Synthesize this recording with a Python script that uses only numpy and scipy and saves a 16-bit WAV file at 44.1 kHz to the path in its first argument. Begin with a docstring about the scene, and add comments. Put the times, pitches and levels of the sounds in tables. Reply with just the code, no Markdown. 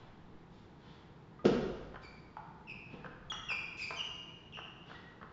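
"""A table tennis rally in a curtained sports hall, heard from above one corner over low ventilation rumble (noise).
Soles brush the floor (swells of noise), then the first bat stroke knocks (decaying sines) and the server
stamps on the sprung floor (ringing boards, slap and boom). The ball clicks between table and bats (decaying
sines with scattered reflections) amid squeaks (gliding tones), scuffs and light thumps of rubber soles.
After the last stroke it bounces out on the table top, with a last squeak and scuff."""
import sys
import numpy as np
from scipy import signal
from scipy.fft import rfft, irfft
from scipy.io import wavfile

SR = 44100
rng = np.random.default_rng(int(sys.argv[2]) if len(sys.argv) > 2 else 0)


def dump_mix(stems):
    """Bounce the given channels to the path in sys.argv[1] as a 16-bit WAV at rate SR."""
    frames = np.atleast_2d(stems).T  # one column per channel
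    limited = np.clip(frames, -1, 1)  # hard clip at full scale
    pcm = np.round(limited * 32767).astype(np.int16)
    wavfile.write(sys.argv[1], SR, pcm)


N = 234900
T = np.arange(N) / SR


def from_db(db):
    """Decibels to gain."""
    return 10 ** (np.asarray(db) / 20)


def at_hz(points, hz):
    """Read a table on a log-frequency axis."""
    f, value = np.transpose(points)
    return np.interp(np.log(np.maximum(hz, 1)), np.log(f), value)


def noise(spectrum, tilt_db=0):
    """Noise of a given colour, tilted by dB per octave and scaled to rms 1."""
    hz = np.maximum(np.arange(N // 2 + 1) * SR / N, 1)
    gain = from_db(at_hz(spectrum, hz) + tilt_db * np.log2(hz))
    x = irfft(rfft(rng.standard_normal(N)) * gain, N)
    return x / x.std()


def wobble(size, rate_hz):
    """Random points of spread 1 joined by straight lines; the last of the 400 points is held."""
    return np.interp(T[:size] * rate_hz, np.arange(400), rng.standard_normal(400))


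def add(track, s, sound):
    """Mix a sound in at a time."""
    at = max(round(s * SR), 0)
    track[at:at + len(sound)] += sound[:N - at]


def ring(modes):
    """Decaying sines of a struck body, alternating in polarity."""
    t = T[:SR // 3]
    total = 0
    for k, (hz, db, t60) in enumerate(modes):
        total = total + from_db(db - 60 * t / t60) * np.sin(2 * np.pi * hz * t) * (-1) ** k
    return total


def burst(s, rise, t60):
    """Envelope that swells and dies away."""
    age = np.maximum(T - s, 0)
    return (1 - np.exp(-age / rise)) * from_db(np.maximum(-60 * age / t60, -200))


def arch(u, power):
    """Pressure of a sliding sole, for u from 0 to 1."""
    return np.maximum(np.sin(np.pi * np.clip(u, 0, 1)), 0) ** power


def contact(x, edge_hz):
    """The shell of the ball flattens for a moment, which rounds off the click."""
    return signal.sosfilt(signal.butter(2, edge_hz, fs=SR, output="sos"), x)


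def scatter(knock, share_db, t60):
    """Net, frame, floor and players throw back a quick cluster of reflections, different from each spot."""
    t = T[:SR // 20]
    cluster = rng.standard_normal(len(t)) * from_db(-60 * t / t60)
    # share_db sets the cluster against the direct knock, a single spike at t = 0
    cluster = from_db(share_db) * cluster / np.sqrt(np.sum(cluster ** 2)) + (t == 0)
    return signal.fftconvolve(knock, cluster)[:len(knock)] / np.sqrt(np.sum(cluster ** 2))


# Ball on a bat. Each row: start in seconds, level in dB, pitch of the blade in Hz, firmness of the stroke 0-1.
BAT_HITS = [(1.392, -52, 1218, 0.13), (2.368, -38, 855, 0.73), (3.3194, -32, 1173, 0.89),
            (3.9066, -30.5, 1023, 1)]
# Modes of bat with ball, before firmness shapes them.
# Each row: multiple of the blade pitch, level in dB, base ring time (60 dB decay) in seconds.
BAT_MODES = [(1, 3.5, 0.036), (0.699, -2.5, 0.024), (1.329, 4, 0.015), (1.62, 1, 0.023), (2.601, 3, 0.0025),
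             (4.4, -34, 0.0046)]
# a grazing stroke lets the blade sing; a firm one damps it and wakes the side modes
GRAZE_RING, FIRM_RING = 4.9, 0.3  # ring time, relative
GRAZE_SIDE_DB, FIRM_SIDE_DB = -16.5, 3.5  # change in level of the side modes


def bats():
    """A short knock of the blade: the firmer the stroke, the drier and fuller it is."""
    out = np.zeros(N)
    for s, db, blade_hz, firm in BAT_HITS:
        sustain = GRAZE_RING * (FIRM_RING / GRAZE_RING) ** firm
        side_db = GRAZE_SIDE_DB + (FIRM_SIDE_DB - GRAZE_SIDE_DB) * firm
        modes = [(blade_hz * multiple, level + side_db * (k > 0), t60 * sustain)
                 for k, (multiple, level, t60) in enumerate(BAT_MODES)]
        knock = ring(sorted(modes))
        add(out, s, from_db(db) * scatter(knock, share_db=0, t60=0.13))
    return contact(out, edge_hz=5900)


# Ball on the table. Each row: start in seconds, level in dB.
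BOUNCES = [(1.9425, -38), (3.0441, -38), (3.5012, -34.5), (4.572, -38.5), (4.8984, -42.5), (5.2132, -41)]
# Modes of table top with ball. Each row: frequency in Hz, level in dB, ring time (60 dB decay) in seconds.
TABLE_MODES = [(457, -13.5, 0.042), (760, -4.5, 0.015), (986, -3.5, 0.014), (1288, 0.5, 0.015),
               (1529, -4.5, 0.028), (1727, -4, 0.012), (3200, -15, .007), (4450, -22.5, 0.0058)]
ECHO_S, ECHO_DB = 0.0155, 3  # delay, and level against the first knock


def bounces():
    """The ball knocks on the table top; a hard surface nearby throws the click back."""
    out, knock = np.zeros(N), ring(TABLE_MODES)
    for s, db in BOUNCES:
        add(out, s, from_db(db) * scatter(knock, share_db=1.5, t60=0.051))
        echo = scatter(knock, share_db=-0.5, t60=0.038)
        add(out, s + ECHO_S, from_db(db + ECHO_DB) * echo)
    return contact(out, edge_hz=5600)


# Feet landing. 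Each row: start in seconds, level of the boards in dB.
STEPS = [(1.4517, -18), (2.9329, -48), (3.049, -52.5)]
# Sprung floor under a shoe, before softness tilts it.
# Each row: frequency in Hz, level in dB, ring time (60 dB decay) in seconds.
FLOOR_MODES = [(155, -13.5, 0.18), (197, -9.5, 0.11), (246.7, -2, 0.05), (328, -1.5, 0.075),
               (372.5, -2.5, 0.074), (427, -0.5, 0.098), (513, 0, 0.019)]
# Slap of a sole with the crowded short modes of the boards. Each row: frequency in Hz, relative dB per Hz.
SLAP = [(130, -7.5), (200, 19.5), (310, 12.5), (420, 12.5), (545, 19), (640, -2.5), (1100, -2), (1550, -4),
        (2000, -11.5), (3200, -8), (4200, -16), (5200, -15), (7000, -23.5), (8000, -56.5)]
# Boom of the whole floor. Each row: frequency in Hz, relative dB per Hz.
BOOM = [(20, -13), (35, -3.5), (60, 3.5), (90, -11), (140, -41), (400, -72.5)]
# reference stamp: level, tilt toward the low modes (dB per octave), slap of the sole, boom of the floor
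STAMP_DB, STAMP_SOFT_DB, STAMP_SLAP_DB, STAMP_BOOM_DB = -18.5, 2.5, -23, -49
# for each dB that a step is lighter: more tilt, less slap, less boom
SOFT_PER_DB, SLAP_PER_DB, BOOM_PER_DB = 0.2537, 1.05, 0.3


def steps(heel_db=-14, heel_slap_db=-19, heel_lead=0.00796, slap_lag=0.00053, press=0.00085, pivot_hz=400):
    """The heel touches, the sole slaps flat, the boards ring and the whole floor booms after them."""
    out, slap, boom = np.zeros(N), noise(SLAP), noise(BOOM)
    for s, db in STEPS:
        lighter_db = STAMP_DB - db
        # a soft landing favours the low modes
        soft_db = STAMP_SOFT_DB + SOFT_PER_DB * lighter_db
        modes = [(hz, level - soft_db * np.log2(hz / pivot_hz), t60) for hz, level, t60 in FLOOR_MODES]
        boards = ring(modes)
        boards = boards * (1 - np.exp(-T[:len(boards)] / press))
        add(out, s - heel_lead, from_db(db + heel_db) * boards)
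        add(out, s, from_db(db) * boards)
        heel = from_db(heel_slap_db) * burst(s - heel_lead, rise=0.00091, t60=0.76)
        sole = burst(s + slap_lag, rise=0.00021, t60=0.15)
        out += from_db(STAMP_SLAP_DB - SLAP_PER_DB * lighter_db) * slap * (heel + sole)
        out += from_db(STAMP_BOOM_DB - BOOM_PER_DB * lighter_db) * boom * burst(s, rise=0.05, t60=1.1)
    return out


# A sole grips and squeaks. Each row: start in seconds, length in seconds, settled pitch in Hz,
# level in dB before mixing, level of the overtones in dB against the fundamental.
SQUEAKS = [(2.03, .044, 2303, -55.5, -4.5), (2.671, 0.061, 2540, -45.5, -18.5),
           (3.299, 0.015, 3220, -35.5, -22), (3.32, 0.016, 2840, -44, -4), (3.486, 0.024, 2652, -35, -16.5),
           (3.504, .03, 2391, -33.5, -14), (3.778, 0.06, 2485, -42.5, -18),
           (3.811, 0.037, 2395, -38.5, -6.5), (3.959, 0.0441, 2910, -45.5, -8.5),
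           (3.985, 0.0355, 2842, -34.5, -21.5), (4.521, 0.085, 2787, -48, -24),
           (4.94, 0.03, 1890, -52.5, -14)]
# Rasp of brushing rubber, also heard in the scuffs. Each row: frequency in Hz, relative dB per Hz.
BRUSH = [(300, -19.5), (900, 2), (1700, -2), (2400, -6.5), (3100, -2), (3450, 1.5), (3900, -5.5),
         (4700, -8), (7000, -20.5), (8000, -30)]
SQUEAK_SHARP, SQUEAK_BRAKING = 0.0703, 2.237  # starts sharp by this share, then sinks along this power
ROUGH_PER_S = 12.2  # the longer the slide, the more unevenly the rubber grips


def squeaks(jitter=0.056, flutter_db=5.0, slip_hz=600, third_db=-16, rasp_db=-29):
    """Rubber sticks and slips, its pitch sinking as the foot brakes; long slides are rough, short ones cleaner."""
    out, rasp = np.zeros(N), from_db(rasp_db) * noise(BRUSH)
    for s, length, settled_hz, db, overtone_db in SQUEAKS:
        u = T[:int(length * SR)] / length
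        rough = min(ROUGH_PER_S * length, 1)
        glide = 1 + SQUEAK_SHARP * (1 - u) ** SQUEAK_BRAKING
        hz = settled_hz * glide * (1 + jitter * rough * wobble(len(u), slip_hz))
        phase = 2 * np.pi * np.cumsum(hz) / SR
        overtones = np.sin(2 * phase) + from_db(third_db) * np.sin(3 * phase)
        tone = np.sin(phase) + from_db(overtone_db) * overtones
        grip = arch(u, power=0.51) * from_db(db + flutter_db * rough * wobble(len(u), slip_hz))
        rasp_here = np.roll(rasp, -int(s * SR))[:len(u)]
        add(out, s, grip * (tone + rasp_here))
    return out


# Soles brushing the floor; a negative start is already under way.
# Each row: start in seconds, length in seconds, level in dB before mixing, tilt in dB per octave.
SCUFFS = [(-.08, 0.12, -55.5, -4.5), (0.5, 0.11, -71, 4), (0.791, 0.19, -65.5, -0.5),
          (2.018, 0.021, -61.5, 4), (2.903, .058, -52, -5), (3.77, 0.06, -45, 13.5),
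          (4.855, 0.11, -58.5, -2)]


def scuffs():
    """Soles brush over the floor without gripping: noise that swells with the pressure."""
    out = np.zeros(N)
    for s, length, db, tilt_db in SCUFFS:
        out += from_db(db) * noise(BRUSH, tilt_db) * arch((T - s) / length, power=0.28)
    return out


# Colour of the ventilation. Each row: frequency in Hz, relative dB per Hz.
AIR = [(13, -57), (22, -14), (102, -7), (166, -3), (272, -13), (332, -10), (366, -12.5), (480, -14),
       (557, -22), (890, -17.5), (1230, -24), (1690, -27), (2840, -35.5), (3460, -35), (8000, -53),
       (10400, -100), (17600, -120)]
AIR_DB = -56


def ventilation():
    """Moving air rumbles as steady noise, strongest in the lows."""
    return from_db(AIR_DB) * noise(AIR)


# How long the hall rings. Each row: frequency in Hz, decay time (60 dB) in seconds.
HALL_T60 = [(60, 2.5), (150, 0.71), (400, 0.9053), (1200, 1.43), (2800, 1.16), (7000, 0.93)]
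# Colour of its reverberation. Each row: frequency in Hz, relative level in dB.
HALL_COLOUR = [(60, 0.73), (200, 0.76), (500, 1), (1200, 0.94), (3000, 0.34), (7000, -2.15)]


def hall_response(gap=0.0013, build=0.0076, lumpy_db=4.5, blend=0.17):
    """Uneven early reflections merge into a tail that dies at its own rate in each octave."""
    t = T[:SR * 3 // 2]
    lumps = from_db(lumpy_db * np.exp(-t / blend) * wobble(len(t), rate_hz=1300))
    onset = 1 - np.exp(-np.maximum(t - gap, 0) / build)
    spectrum = rfft(rng.standard_normal(len(t)) * lumps * onset)
    bin_hz = np.arange(len(spectrum)) * SR / len(t)
    octave = np.log2(np.clip(bin_hz, 62.5, 8000) / 62.5)
    tail = 0
    for k, hz in enumerate(62.5 * 2 ** np.arange(8)):
        # neighbouring octave bands crossfade
        band = irfft(spectrum * np.maximum(1 - abs(octave - k), 0), len(t))
        tail = tail + band * from_db(at_hz(HALL_COLOUR, hz) - 60 * t / at_hz(HALL_T60, hz))
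    return tail / np.sqrt(np.sum(tail ** 2))


def scene(ball_wet_db=-4.0, bat_wet_db=-1.5, step_wet_db=-1.5, squeak_wet_db=0.5,
          squeak_direct_db=0.16, scuff_direct_db=-4):
    """Ball, bats and feet reach the microphone directly and through the hall; the ventilation lies beneath."""
    bat, table = bats(), bounces()
    feet, brush, squeak = steps(), scuffs(), squeaks()
    sent = (from_db(bat_wet_db) * bat + from_db(ball_wet_db) * table + from_db(step_wet_db) * feet
            + from_db(squeak_wet_db) * squeak + brush)
    hall = signal.fftconvolve(sent, hall_response())[:N]
    direct = bat + table + feet + from_db(squeak_direct_db) * squeak + from_db(scuff_direct_db) * brush
    return (direct + hall + ventilation())[None]


CUTOFF_HZ = 7500


def record(dry):
    """A narrow-band microphone cuts the top steeply."""
    return signal.sosfilt(signal.ellip(10, 0.2, 80, CUTOFF_HZ, fs=SR, output="sos"), dry)


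dry = scene()
out = record(dry)
dump_mix(out)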